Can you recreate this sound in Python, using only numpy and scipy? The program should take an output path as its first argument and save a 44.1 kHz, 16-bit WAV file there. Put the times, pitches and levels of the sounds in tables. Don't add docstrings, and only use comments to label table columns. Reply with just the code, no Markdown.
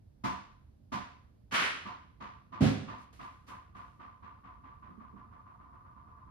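import sys
import numpy as np
from scipy import signal
from scipy.fft import rfft, irfft, next_fast_len
from scipy.io import wavfile

SR = 44100
rng = np.random.default_rng(int(sys.argv[2]) if len(sys.argv) > 2 else 0)


def generate_wav(signal):
    frames = np.transpose(np.atleast_2d(signal))
    scaled = np.clip(frames, -1, 1) * 32767
    pcm = np.round(scaled).astype(np.int16)
    wavfile.write(sys.argv[1], SR, pcm)


N = 278182

# start in seconds, relative ring level in dB, relative click level in dB.
LANDINGS = [(0.237, -34.5, -45), (0.918, -37.5, -47.0), (1.518, -44, -42), (1.85, -44.0, -54.5),
            (2.201, -46.5, -56), (2.519, -45.5, -58)]
# frequency in Hz, width in Hz, relative level in dB.
BALL_LOW_MODES = [(718.3, 29, -9), (900.6, 27, -4.5), (944.6, 16, -3), (1022.6, 23, 5.5)]
# frequency in Hz, width in Hz, relative level in dB.
BALL_HIGH_MODES = [(1128, 32, 0), (1167, 59, 1.5), (1257, 30, -6), (1435, 55, -13.5)]
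# frequency in Hz, width in Hz, relative level in dB.
FLOOR_KNOCK_MODES = [(109.9, 53, -9.5), (196.7, 21, 1.5), (267, 28, -1), (347, 47, -8.5), (667, 65, -20)]
# frequency in Hz, relative density in dB per Hz.
SHELL_SPECTRUM = [(100, -20), (550, -7), (900, -5.5), (1400, -2), (2500, -9), (4000, -15.5), (6500, -19),
                  (10000, -27.5), (15000, -28.5)]
# start in seconds, level in dB.
CLATTER_KNOCKS = [(1.51, -45), (1.536, -31), (1.553, -32.5), (1.592, -33), (1.632, -36.5), (1.717, -52.5)]
# frequency in Hz, relative density in dB per Hz.
LOOSE_SPECTRUM = [(71, -47), (120, -25), (204, -11), (339, -10), (390, -8), (423, -10.5), (764, -11),
                  (1150, -0.5), (1790, -0.5), (3110, -5), (3440, -10), (7760, -24), (9710, -26.5),
                  (15500, -49.5)]
# start in seconds, boom level in dB, rattle level in dB.
THUMP_CONTACTS = [(2.605, -24, -39.5), (2.620, -32, -41), (2.645, -35.5, -41.5)]
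# frequency in Hz, relative level in dB, 60 dB decay in seconds.
FLOOR_WEIGHT_MODES = [(105.6, -6.5, 0.5), (124.9, -2, 0.4), (150, -2, 0.53), (165.3, -7.5, 0.54),
                      (208.3, -7.5, 0.62), (245.4, -18, 0.3), (249, -11, 0.75), (287, -13.5, 0.6),
                      (354, -28, 0.62), (384, -20, 0.27), (393, -14.5, 0.6), (528, -17.5, 0.64),
                      (742, -19, 0.61)]
# frequency in Hz, relative density in dB per Hz.
BOOM_SPECTRUM = [(30, -50), (65, -10), (110, 3), (170, -5.5), (270, 4.5), (340, -14), (550, -11),
                 (800, -19.5), (1500, -65.5)]
# frequency in Hz, relative density in dB per Hz.
RATTLE_SPECTRUM = [(300, -6.5), (800, -1), (1500, -2), (3000, -6), (5000, -12.5), (8000, -19.5),
                   (11000, -31), (15000, -40.5)]
# start in seconds, level in dB, rise in seconds, 60 dB decay in seconds.
CLOTH_BRUSHES = [(2.939, -64, 0.089, 0.18), (3.125, -61.5, 0.0058, 0.97), (3.20, -64.5, 0.032, 0.57),
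                 (3.462, -56, 0.026, 0.42), (3.747, -68.5, 0.023, 1)]
# frequency in Hz, relative density in dB per Hz.
CLOTH_SPECTRUM = [(600, 2), (2000, -0.5), (4000, -6), (7000, -10), (11000, -17), (15000, -28.5)]
# start in seconds, level in dB.
SOFT_BUMPS = [(4.886, -57.5), (4.971, -55.5), (5.125, -56), (5.236, -64.5)]
# frequency in Hz, relative density in dB per Hz.
BUMP_SPECTRUM = [(70, -23), (150, 3), (210, 17.5), (330, 6), (450, -0.5), (900, -48)]
# frequency in Hz, relative density in dB per Hz.
AIR_SPECTRUM = [(20, -0.5), (40, -2.5), (70, 1), (110, -1), (160, -10), (250, -13), (350, -21), (600, -26),
                (1200, -38), (2500, -45), (4700, -46), (7500, -51.5), (12000, -53), (15000, -62.5)]
# frequency in Hz, 60 dB decay in seconds.
ROOM_DECAY = [(60, 0.65), (200, 0.5), (500, 0.55), (1000, 0.55), (2000, 0.54), (4000, 0.55), (8000, 0.47),
              (14000, 0.29)]
# frequency in Hz, side minus mid in dB.
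STEREO_WIDTH = [(60, -17.5), (110, -12.5), (200, -4), (290, -3.5), (400, 2.5), (640, 1.5), (1100, 1),
                (2400, 0.5), (4400, -1), (8000, 8), (12000, -14.5)]
# frequency in Hz, left minus right in dB.
STEREO_LEAN = [(60, -6.5), (110, 1.5), (210, -9.5), (320, -4.5), (700, -1), (1300, -1), (15000, 0)]

BAND_LIMIT_HZ = 15500
AGE_S = np.arange(2 ** 15) / SR
SETTLE_START_S, FIRST_FLIGHT_S = 2.8756, 0.31434
REBOUND, REBOUND_LOSS_PER_S = 0.96229, 0.13777
SETTLE_RING_DB, RING_SINK_DB = -45.5, 19
SETTLE_CLICK_DB, CLICK_SINK_DB = -55.5, 27


def amp(db):
    return 10 ** (np.asarray(db) / 20)


def unit(x):
    return x / np.sqrt(np.mean(x ** 2) + 1e-20)


def along(points, hz):
    point_hz, value = np.transpose(points)
    return np.interp(np.log(hz + 1), np.log(point_hz + 1), value)


def lean_gain(hz):
    return amp(along(STEREO_LEAN, hz) * np.array([[0.5], [-0.5]]))


def filtered(x, response):
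    n = x.shape[-1]
    m = next_fast_len(n + 8192)
    spectrum = rfft(x, m) * response(np.fft.rfftfreq(m, 1 / SR))
    return irfft(spectrum, m)[..., :n]


def colour(points):
    return lambda hz: amp(along(points, hz))


def resonances(modes):
    def gain(hz):
        power = 0
        for mode_hz, width_hz, db in modes:
            power = power + amp(db) ** 2 / (1 + 2 * ((hz - mode_hz) / width_hz) ** 2) ** 2
        return np.sqrt(power)
    return gain


def diffuse(gain, n):
    m = next_fast_len(n)
    hz = np.fft.rfftfreq(m, 1 / SR)
    mid, side = rng.standard_normal((2, len(hz), 2)) @ [1, 1j]
    width = colour(STEREO_WIDTH)(hz)
    share = lean_gain(hz) / np.sqrt(1 + width ** 2)
    left_right = np.array([mid + width * side, mid - width * side])
    return unit(irfft(gain(hz) * share * left_right, m)[:, :n])


def blow(gain, rise_s, hold_s, life=1):
    hz, t_s, bands = signal.stft(diffuse(gain, len(AGE_S)), SR, nperseg=256)
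    t60_s = life * along(ROOM_DECAY, hz)[:, None]
    fade = amp(-60 * np.maximum(t_s - hold_s, 0) / t60_s)
    tail = signal.istft(bands * fade, SR, nperseg=256)[1]
    tail = tail * (1 - np.exp(-AGE_S / rise_s))
    return tail / np.sqrt(np.sum(tail ** 2) / (2 * SR / 10))


def throb(first_s, period_s, depth_db):
    return amp(depth_db * np.cos(2 * np.pi * (AGE_S - first_s) / period_s))


def add(track, start_s, sound):
    start = max(round(start_s * SR), 0)
    track[:, start:start + sound.shape[1]] += sound[:, :N - start]


def ball():
    out = np.zeros((2, N))
    for start_s, ring_db, click_db in LANDINGS + settling():
        softness_db = max(-37.5 - click_db, 0)
        far = min(softness_db / 25, 1)
        add(out, start_s, amp(click_db + 4) * shell_click(softness_db, far))
        add(out, start_s, amp(ring_db) * hollow_ring(far))
        add(out, start_s, amp(ring_db - 1.5 - 9.94 * far) * floor_knock())
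    return out


def settling():
    landings, start_s, flight_s = [], SETTLE_START_S, FIRST_FLIGHT_S
    while start_s < N / SR:
        lost_speed = 1 - flight_s / FIRST_FLIGHT_S
        ring_db = SETTLE_RING_DB - RING_SINK_DB * lost_speed
        click_db = SETTLE_CLICK_DB - CLICK_SINK_DB * lost_speed
        landings.append((start_s, ring_db, click_db))
        start_s += flight_s
        flight_s *= REBOUND - REBOUND_LOSS_PER_S * flight_s
    return landings


def shell_click(softness_db, far):
    edge_hz = 11500 * amp(-0.52 * softness_db)
    contact = lambda hz: colour(SHELL_SPECTRUM)(hz) / np.sqrt(1 + (hz / edge_hz) ** 4)
    click = blow(contact, rise_s=0.0037 + 0.016 * far, hold_s=0.022)
    return click * throb(first_s=0.01, period_s=0.016, depth_db=2 * far)


def hollow_ring(far):
    hold_s = 0.011 + 0.074 * far
    low = blow(resonances(BALL_LOW_MODES), rise_s=0.011, hold_s=hold_s, life=0.82 + 0.078 * far)
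    low = low * throb(first_s=0.017, period_s=0.047, depth_db=2.2 * far)
    high = blow(resonances(BALL_HIGH_MODES), rise_s=0.0046, hold_s=hold_s, life=0.83 + 0.15 * far)
    high = high * throb(first_s=0.015, period_s=0.041, depth_db=3 * far)
    return amp(-1.5 - 2 * far) * low + amp(-8.5 + 5.5 * far) * high


def floor_knock():
    return blow(resonances(FLOOR_KNOCK_MODES), rise_s=0.0045, hold_s=0.029, life=0.66)


def clatter():
    out = np.zeros((2, N))
    for start_s, db in CLATTER_KNOCKS:
        chatter = np.interp(AGE_S, np.linspace(0, 1, 160), rng.standard_normal(160))
        knock = blow(colour(LOOSE_SPECTRUM), rise_s=0.0064, hold_s=0.011, life=1.074)
        add(out, start_s, amp(db + 0.75 * chatter) * knock)
    return out


def thump():
    out = np.zeros((2, N))
    for start_s, boom_db, rattle_db in THUMP_CONTACTS:
        boom = blow(colour(BOOM_SPECTRUM), rise_s=0.0055, hold_s=0.005, life=0.96)
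        rattle = blow(colour(RATTLE_SPECTRUM), rise_s=0.0065, hold_s=0.037, life=1.08)
        add(out, start_s, amp(boom_db) * boom + amp(rattle_db) * rattle)
    add(out, THUMP_CONTACTS[1][0], amp(-23.5) * floor_ring())
    return out


def floor_ring():
    ring = np.zeros((2, len(AGE_S)))
    for hz, db, t60_s in FLOOR_WEIGHT_MODES:
        decay = amp(db - 60 * AGE_S / t60_s)
        ring += lean_gain(hz) * decay * np.sin(2 * np.pi * hz * AGE_S)
    return ring * (1 - np.exp(-AGE_S / 0.00047))


def handling():
    out = np.zeros((2, N))
    for start_s, db, rise_s, t60_s in CLOTH_BRUSHES:
        swell = np.minimum(AGE_S / rise_s, 1)
        fade = amp(-60 * np.maximum(AGE_S - rise_s, 0) / t60_s)
        add(out, start_s, amp(db) * swell * fade * diffuse(colour(CLOTH_SPECTRUM), len(AGE_S)))
    for start_s, db in SOFT_BUMPS:
        bump = blow(colour(BUMP_SPECTRUM), rise_s=0.005, hold_s=0.005, life=0.71)
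        add(out, start_s, amp(db) * bump)
    return out


def room_tone():
    return amp(-57.5) * diffuse(colour(AIR_SPECTRUM), N)


def scene():
    return ball() + clatter() + thump() + handling() + room_tone()


def record(dry):
    highpass = signal.butter(4, 45, "highpass", fs=SR, output="sos")
    without_deep_bass = signal.sosfilt(highpass, dry)
    return filtered(without_deep_bass, lambda hz: hz < BAND_LIMIT_HZ)


dry = scene()
out = record(dry)
generate_wav(out)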